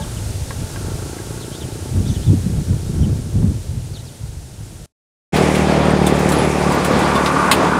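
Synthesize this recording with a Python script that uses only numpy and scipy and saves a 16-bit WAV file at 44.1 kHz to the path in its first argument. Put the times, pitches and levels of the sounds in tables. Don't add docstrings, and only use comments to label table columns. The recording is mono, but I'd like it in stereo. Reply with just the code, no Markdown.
import sys
import numpy as np
from scipy import signal
from scipy.io import wavfile

SR = 44100
rng = np.random.default_rng(int(sys.argv[2]) if len(sys.argv) > 2 else 0)


def materialize(psi):
    bounded = np.clip(np.atleast_2d(psi).T, -1, 1)
    quanta = np.round(bounded * 32767).astype(np.int16)
    wavfile.write(sys.argv[1], SR, quanta)


def boost_factor(decibels):
    exponent = np.asarray(decibels, float) / 20
    return 10 ** exponent


N = 343539
ROAD_END_S, YARD_START_S = 4.855, 5.325
FIRST_FIRING_S = 5.3590

# time_s, gust_db
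GUST_LEVEL = [(0.0, -19), (0.07, -23.5), (0.27, -24), (0.3, -21.5), (0.32, -26), (0.57, -23), (0.62, -18.5),
              (0.67, -28.5), (0.77, -27.5), (0.92, -20), (1.05, -31), (1.62, -30.5), (1.65, -21),
              (1.69, -39), (1.74, -24), (1.84, -27), (1.96, -16.5), (2.04, -17.5), (2.12, -17.5),
              (2.15, -22.5), (2.17, -15.5), (2.23, -22), (2.3, -13), (2.43, -20.5), (2.47, -18),
              (2.5, -18.5), (2.61, -17.5), (2.66, -27.5), (2.69, -18), (2.73, -16), (2.8, -23),
              (3.05, -14.5), (3.12, -15.5), (3.15, -19.5), (3.19, -18), (3.23, -24.5), (3.27, -19.5),
              (3.31, -24.5), (3.35, -15.5), (3.48, -15.5), (3.62, -27.5), (3.78, -21), (3.85, -28.5),
              (3.94, -21.5), (4.05, -32.5), (4.19, -38.5), (4.21, -29), (4.27, -28), (4.3, -26),
              (4.4, -32.5), (4.44, -31), (4.5, -33), (4.54, -37), (4.58, -32), (4.66, -32), (4.84, -33),
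              (4.85, -45)]
# pitch_hz, level_db_per_hz
GUST_SPECTRUM = [(15, -43.5), (25, -12.5), (87, 4.5), (156, 5), (245, -9.5), (318, -12), (477, -30.5),
                 (738, -45.5), (868, -42), (1200, -86), (1560, -71.5), (2640, -120)]
# start_s, peak_db, pitch_hz
EDDIES = [
    (1.989, -16.5, 249),
    (2.296, -9, 168.4),
    (2.331, -3.5, 294),
    (2.46, -9.5, 193),
    (2.611, -14, 200),
    (2.692, -14, 169),
    (3.07, -15, 200),
    (3.44, -6.5, 200),
]
# time_s, firings_per_s, exhaust_db, body_clatter_db
FAR_VEHICLE = [(0, 26.8, -46.5, -43), (.45, 27.3, -64, -54), (.8, 27.8, -36.5, -43.5),
               (1.2, 28.5, -37.5, -45), (1.8, 29.3, -38, -48.5), (2.3, 29.8, -43.5, -56.5),
               (3, 30.4, -41, -52.5), (3.6, 30.9, -48.5, -60), (4.2, 31.2, -58, -60.5),
               (4.85, 31.4, -64, -61)]
# pitch_hz, width_hz, level_db
FAR_PIPE_MODES = [(145, 40, -2), (260, 40, -2), (335, 50, 0), (430, 60, -4), (530, 60, -11)]
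# pitch_hz, width_hz, level_db
FAR_BODY_MODES = [(650, 90, -1), (887, 42, 4.5), (1090, 50, -1), (1363, 68, 3), (1574, 130, -5)]
# pitch_hz, level_db, t60_s
HORN_PARTIALS = [(416, -52, 0.19), (583, -36, .3), (873, -30, 0.13), (1650, -44, .2)]
# start_s, peak_db
TRAILER_KNOCKS = [
    (0.5068, -20),
    (0.7597, -19),
    (1.1847, -26),
]
# pitch_hz, level_db, t60_s
TRAILER_MODES = [(700, -15, .025), (890, -2, .035), (1100, -1.5, 0.04), (1390, 0.5, .04), (1610, 0, .04),
                 (1850, 2, 0.0083), (2040, -5, 0.018)]
# start_s, length_s, from_hz, to_hz, level_db
CHIRPS = [(.01, 0.039, 3880, 2800, -35), (0.165, 0.028, 3240, 2540, -36), (.27, .06, 4970, 3760, -44),
          (.484, 0.019, 4400, 3900, -36), (.695, .025, 5700, 5230, -41), (1.399, .045, 4500, 3330, -35),
          (1.516, 0.063, 2950, 3960, -37), (1.53, .08, 4230, 5000, -41), (1.438, .03, 3200, 2600, -45),
          (1.597, 0.05, 4000, 2750, -36), (2.053, 0.036, 3240, 4050, -38), (2.073, .025, 5900, 3640, -34),
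          (2.085, 0.033, 3800, 3210, -35), (2.078, .08, 6000, 6200, -39), (2.131, 0.051, 4000, 2600, -37),
          (2.223, .03, 3010, 3630, -38), (2.258, 0.04, 3800, 3220, -37), (3.003, .025, 5850, 5620, -42),
          (3.02, .04, 3300, 2800, -38), (3.93, 0.056, 5040, 2900, -36), (3.985, 0.026, 4340, 3600, -39),
          (4.045, 0.058, 6200, 2700, -41)]
# time_s, level_db
LEAF_LEVEL = [(0.0, -38.5), (0.67, -38.5), (1.84, -40), (2.29, -39.5), (2.62, -41), (4.48, -47),
              (4.65, -47)]
# pitch_hz, level_db_per_hz
FIELD_SPECTRUM = [(120, -24.5), (200, -4), (328, -5.5), (527, -10), (656, -8), (774, -14.5), (848, -29.5),
                  (1220, -19.5), (1930, -22), (9300, -19), (14700, -37.5), (15800, -47.5)]
# pitch_hz, likeness_0_to_1
ROAD_LIKENESS = [(60, 1), (180, 0.62), (550, 0.64), (1650, 0.7), (4970, 0.93), (15000, 0.93)]

# time_s, firings_per_s, puff_db
ENGINE_IDLE = [(5.33, 38.7, -17), (5.6, 38.3, -16.5), (5.75, 37.8, -16.5), (5.91, 37.6, -16),
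               (6.07, 37.2, -16), (6.4, 37.07, -17.5), (6.56, 36.85, -18.5), (6.88, 36.6, -19.5),
               (7.05, 36.75, -20), (7.37, 37.0, -22), (7.79, 37.2, -23)]
# pitch_hz, level_db, t60_s, polarity_sign, delay_s
PIPE_MODES = [(400, 4, .0095, 1, 0), (790, -13, .04, 1, 0), (365, -17, .1, 1, 0), (600, -17, .05, -1, 0),
              (75, -19, .2, -1, .001), (150, -10.5, .12, -1, .001), (187, -10.5, .12, -1, .001)]
# time_s, roar_db, pan_db
CASING_LEVEL = [(5.34, -16, -3.5), (5.55, -19, -4), (6.09, -18.5, 0), (6.4, -18.5, 1), (6.91, -20.5, -2.5),
                (6.94, -18.5, 3), (6.95, -18.5, -5.5), (7.3, -24, -5), (7.65, -16.5, -2), (7.68, -18, -4.0),
                (7.71, -21, -5), (7.77, -18.5, -4.0), (7.79, -22, -3)]
# pitch_hz, level_db_per_hz
CASING_SPECTRUM = [(25, -34), (45, -16), (75, -5), (140, -1.5), (250, 1.5), (420, -1.5), (620, 0.5),
                   (900, -5), (1500, -11.5), (2500, -19.5), (4000, -21), (6000, -34)]
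# time_s, level_db
PANEL_LEVEL = [(5.33, -42), (6.4, -34), (6.7, -26), (7.0, -23), (7.15, -21), (7.3, -20.5), (7.45, -18),
               (7.6, -22), (7.79, -17.5)]
# pitch_hz, width_hz, level_db
PANEL_MODES = [(900, 60, -1), (970, 60, -1), (1090, 70, 0), (1200, 90, -2), (1450, 200, -7)]
# start_s, peak_db, low_part_db, top_part_db, pan_db, scatter_s
TOOL_CLANKS = [(5.3604, -17.5, 11.5, 8, -7, 0.017), (5.5487, -16, 9.5, -7, -3.5, 0.023),
               (6.0646, -6, 0.5, -2.5, 0.0, 0.019), (6.1894, -18, -7, 7, -1, 0.017),
               (6.2884, -9.5, -8, 0, -0.5, 0.02), (6.318, -11.5, 5, -18, 5.5, 0.021),
               (6.7191, -16, 0, 0, 5.5, 0.017), (6.7494, -30, 0, 5, 15, 0.017),
               (6.8456, -7, 2, -1, 0, 0.017), (6.9094, -28, 0, 10, 0.5, 0.017),
               (6.9894, -14.5, -3, 0, 4, 0.017), (7.1531, -16.5, 10, -5, 6, 0.017),
               (7.259, -17.5, 16, -14.5, -2.5, 0.019), (7.5125, 4, 6.5, -11.5, -0.5, 0.016)]
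# start_s, pitch_hz, level_db, t60_s
STEEL_PINGS = [(5.79, 10083, -36, .05), (5.855, 8700, -30, .05), (5.905, 8460, -28.5, .06),
               (5.905, 10083, -38, .05), (6.067, 8580, -23, 0.054), (6.067, 3540, -19, 0.064),
               (6.321, 10083, -31, 0.36), (6.384, 10083, -26, 0.13), (6.45, 10083, -32, .1),
               (6.32, 7480, -24, .05), (6.745, 13540, -33, .05), (6.99, 10900, -35, .05),
               (6.99, 13300, -36, .05), (7.16, 3510, -21.5, 0.082), (7.16, 1090, -10, 0.093),
               (7.514, 1090, -7.5, 0.066), (7.514, 2600, -12, 0.05), (7.514, 3400, -12, 0.049),
               (7.514, 6660, -20, 0.081), (7.514, 11400, -33, .07), (7.514, 13540, -34, .06)]
# time_s, level_db
YARD_HISS_LEVEL = [(5.33, -26), (5.55, -27), (5.8, -34.5), (6.4, -29.5), (6.9, -30), (7.4, -29),
                   (7.79, -32.5)]
# pitch_hz, level_db_per_hz
YARD_HISS_SPECTRUM = [(1180, -38), (2000, 9.5), (2570, -2.5), (3600, -18), (4590, -7), (7510, -6),
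                      (8630, -6.5), (13900, -29), (15800, -54)]
# pitch_hz, likeness_0_to_1
YARD_LIKENESS = [(60, 1), (180, 0.86), (550, 0.79), (1650, 0.82), (4970, 0.87), (15000, 0.72)]


def rms_one(x):
    return x / np.sqrt(np.mean(x ** 2) + 1e-20)


def in_time(rows):
    s, *columns = np.transpose(rows)
    return [np.interp(np.arange(N) / SR, s, column) for column in columns]


def at_hz(points, hz):
    points = np.array(points)
    return np.interp(np.log(hz), np.log(points[:, 0]), points[:, 1])


def drift(rate_hz):
    r = np.exp(-80 * np.pi * rate_hz / SR)
    white = rng.standard_normal(N // 40 + 2002)
    slow = signal.lfilter([1], [1, -2 * r, r * r], white)[2000:]
    return np.interp(np.arange(N) / 40, np.arange(len(slow)), rms_one(slow))


def band(x, low_hz, high_hz):
    return signal.sosfilt(signal.butter(2, [low_hz, high_hz], "band", fs=SR, output="sos"), x)


def resonate(x, modes):
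    out = 0
    for k, (hz, width_hz, db) in enumerate(modes):
        r = np.exp(-np.pi * width_hz / SR)
        poles = [1, -2 * r * np.cos(2 * np.pi * hz / SR), r * r]
        mode = signal.lfilter([(1 - r * r) / 2, 0, (r * r - 1) / 2], poles, x)
        out = out + (-1) ** k * boost_factor(db) * mode
    return out


def ring(clicks, hz, t60_s):
    r, w = boost_factor(-60 / (t60_s * SR)), 2 * np.pi * hz / SR
    return signal.lfilter([0, np.sin(w)], [1, -2 * r * np.cos(w), r * r], clicks + 1e-18)


def banded_noise(spectrum, likeness, patchy_db, flicker_hz):
    out = 0
    edges_hz = 20 * 2 ** np.arange(0, 10, .5)
    white, together = rng.standard_normal((2, 2, N)), drift(flicker_hz / 2)
    for k, (low, high) in enumerate(zip(edges_hz, np.append(edges_hz[1:], 19000))):
        hz = np.sqrt(low * high)
        if spectrum[0][0] < high and low < spectrum[-1][0]:
            mid, side = band(white[k % 2], low, high)
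            alike = np.clip(at_hz(likeness, hz), 0, .99)
            gain = boost_factor(at_hz(spectrum, hz) + patchy_db * (together + drift(flicker_hz)))
            out = out + gain * (np.sqrt(1 + alike) * mid + np.sqrt(1 - alike) * side * [[1], [-1]])
    return rms_one(out)


def firings(per_s, first_s, jitter, spread_db):
    turns = np.cumsum(per_s) / SR
    turns = turns - turns[round(first_s * SR)] + jitter * drift(6)
    clicks = np.diff(np.floor(turns), prepend=0) > 0
    return clicks * boost_factor(spread_db * rng.standard_normal(N)), turns % 1


def spread(x, pan_db, wet_db):
    tail = rng.standard_normal((2, 2600)) * boost_factor(-60 * np.arange(2600) / 2600)
    wet = signal.fftconvolve(x[None], band(tail, 130, 7000) / 20, axes=1)[:, :N]
    return x * boost_factor(np.outer([.5, -.5], pan_db)) + boost_factor(wet_db) * wet


def wind():
    gust_db, = in_time(GUST_LEVEL)
    rumble = banded_noise(GUST_SPECTRUM, ROAD_LIKENESS, patchy_db=1.5, flicker_hz=30.0)
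    dull = signal.sosfilt(signal.butter(2, 115, fs=SR, output="sos"), rumble)
    strong = np.clip((gust_db + 29) / 16, 0, 1)
    return boost_factor(gust_db) * (dull + strong * (rumble - dull))


def thumps():
    out, u = np.zeros(N), np.arange(2000) / SR
    for s, db, hz in EDDIES:
        at = round(s * SR)
        swell = u * hz * np.exp(-1.1 * u * hz)
        out[at:at + len(u)] += boost_factor(db + 2) * np.sin(2 * np.pi * hz * u) * swell
    return spread(out, [0.5], wet_db=-2.0)


def trailer():
    knocks = np.zeros(N)
    for s, db in TRAILER_KNOCKS:
        at = round(s * SR)
        knocks[at:at + 400] = boost_factor(db - 29) * rng.standard_normal(400) * boost_factor(-np.arange(400) / 16)
    ringing = sum(boost_factor(db) * ring(knocks, hz, t60_s) for hz, db, t60_s in TRAILER_MODES)
    return ringing + 5.0 * band(band(knocks, 700, 2300), 600, 2600)


def horn():
    toot = np.arange(N) == 0
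    return sum(boost_factor(db) * ring(toot, hz, t60_s) for hz, db, t60_s in HORN_PARTIALS)


def vehicle():
    per_s, pipe_db, body_db = in_time(FAR_VEHICLE)
    clicks, cycle = firings(per_s, 0, jitter=.004, spread_db=1.0)
    exhaust = boost_factor(pipe_db) * rms_one(band(resonate(clicks, FAR_PIPE_MODES), 80, 550))
    shake = (.6 + .7 * np.exp(-3.0 * cycle)) * boost_factor(1.2 * drift(15))
    clatter = boost_factor(body_db) * rms_one(resonate(rng.standard_normal(N) * shake, FAR_BODY_MODES))
    return spread(clatter + trailer() + horn(), [0.5], wet_db=-2.5) + spread(exhaust, [0.5], wet_db=-9.0)


def birds():
    out = np.zeros(N)
    waver_hz = 230 * rms_one(band(rng.standard_normal(N), 60, 600))
    for s, length_s, from_hz, to_hz, db in CHIRPS:
        u, at = np.linspace(0, 1, int(length_s * SR)), int(s * SR)
        pitch_hz = from_hz + (to_hz - from_hz) * u + waver_hz[at:at + len(u)]
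        whistle = np.sin(2 * np.pi * np.cumsum(pitch_hz) / SR)
        out[at:at + len(u)] += boost_factor(db - 8) * np.sqrt(np.sin(np.pi * u) + 1e-9) * whistle
    return spread(out, [0.5], wet_db=4.0)


def leaves():
    leaf_db, = in_time(LEAF_LEVEL)
    return boost_factor(leaf_db + 1.5) * banded_noise(FIELD_SPECTRUM, ROAD_LIKENESS, patchy_db=.25, flicker_hz=8.0)


def engine():
    per_s, puff_db = in_time(ENGINE_IDLE)
    roar_db, pan_db = in_time(CASING_LEVEL)
    clicks, _ = firings(per_s, FIRST_FIRING_S, jitter=.004, spread_db=1.2)
    puff = 0
    for hz, db, t60_s, sign, delay_s in PIPE_MODES:
        puff = puff + sign * boost_factor(db) * ring(np.roll(clicks, round(delay_s * SR)), hz, t60_s)
    puff = boost_factor(puff_db + 1.5) * rms_one(band(puff, 38, 1300))
    roar = banded_noise(CASING_SPECTRUM, YARD_LIKENESS, patchy_db=1.2, flicker_hz=5.8)
    roar = boost_factor(roar_db + 2 + np.outer([.5, -.5], pan_db)) * roar
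    return spread(puff, [0.5], wet_db=-15.0) + roar


def panel():
    buzz_db, = in_time(PANEL_LEVEL)
    taps_per_s = 1200 * boost_factor(4.0 * drift(20))
    taps = (rng.random(N) < taps_per_s / SR) * rng.standard_normal(N)
    buzz = rms_one(band(resonate(taps, PANEL_MODES), 690, 1800))
    return spread(boost_factor(buzz_db) * buzz, [-7.0], wet_db=-6.0)


def clanks():
    out, u = np.zeros((2, N + 6000)), np.arange(6000) / SR
    for s, db, low_db, top_db, pan_db, scatter_s in TOOL_CLANKS:
        at = round(s * SR)
        envelope = np.exp(-u / max(scatter_s, .002)) * np.minimum(u / .0018, 1)
        burst = rng.standard_normal(len(u)) * envelope
        low = boost_factor(low_db) * band(burst, 1800, 5000)
        middle = band(burst, 5000, 10500)
        top = boost_factor(top_db - 9) * band(band(burst, 10500, 14500), 10000, 15000)
        sides = boost_factor([[pan_db / 2], [-pan_db / 2]])
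        out[:, at:at + len(u)] += boost_factor(db - 8.5) * (low + middle + top) * sides
    return out[:, :N]


def pings():
    u = np.arange(6000)
    steel = np.zeros(N + len(u))
    for s, hz, db, t60_s in STEEL_PINGS:
        at = round(s * SR)
        steel[at:at + len(u)] += boost_factor(db) * ring(u == 0, hz, t60_s)
    return spread(steel[:N], [-2.5], wet_db=-25.0)


def yard_hiss():
    hiss_db, = in_time(YARD_HISS_LEVEL)
    hiss = banded_noise(YARD_HISS_SPECTRUM, YARD_LIKENESS, patchy_db=0.83, flicker_hz=30.0)
    return boost_factor(hiss_db) * hiss


def scene():
    road = wind() + thumps() + vehicle() + birds() + leaves()
    yard = engine() + panel() + clanks() + pings() + yard_hiss()
    t = np.arange(N) / SR
    road_db = np.interp(t - ROAD_END_S, [0.0035, 0.0076, 0.067, .07], [4, -21, -35, -120])
    since_yard = t - YARD_START_S
    yard_db = np.interp(since_yard, [-0.011, 0.005, 0.02], [-44, -11, 0.5])
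    yard_db = np.where(since_yard < -0.0019, -120, yard_db)
    return boost_factor(road_db) * road + boost_factor(yard_db) * yard


def band_limit(x):
    return signal.sosfilt(signal.butter(12, 15960, fs=SR, output="sos"), x)


def record(dry):
    rounded = 1.15 * np.tanh(dry / 1.15)
    top_cut = signal.ellip(10, .5, 80, 15750, fs=SR, output="sos")
    mix = signal.sosfilt(top_cut, rounded)
    return band_limit(mix)


dry = scene()
out = record(dry)
materialize(out)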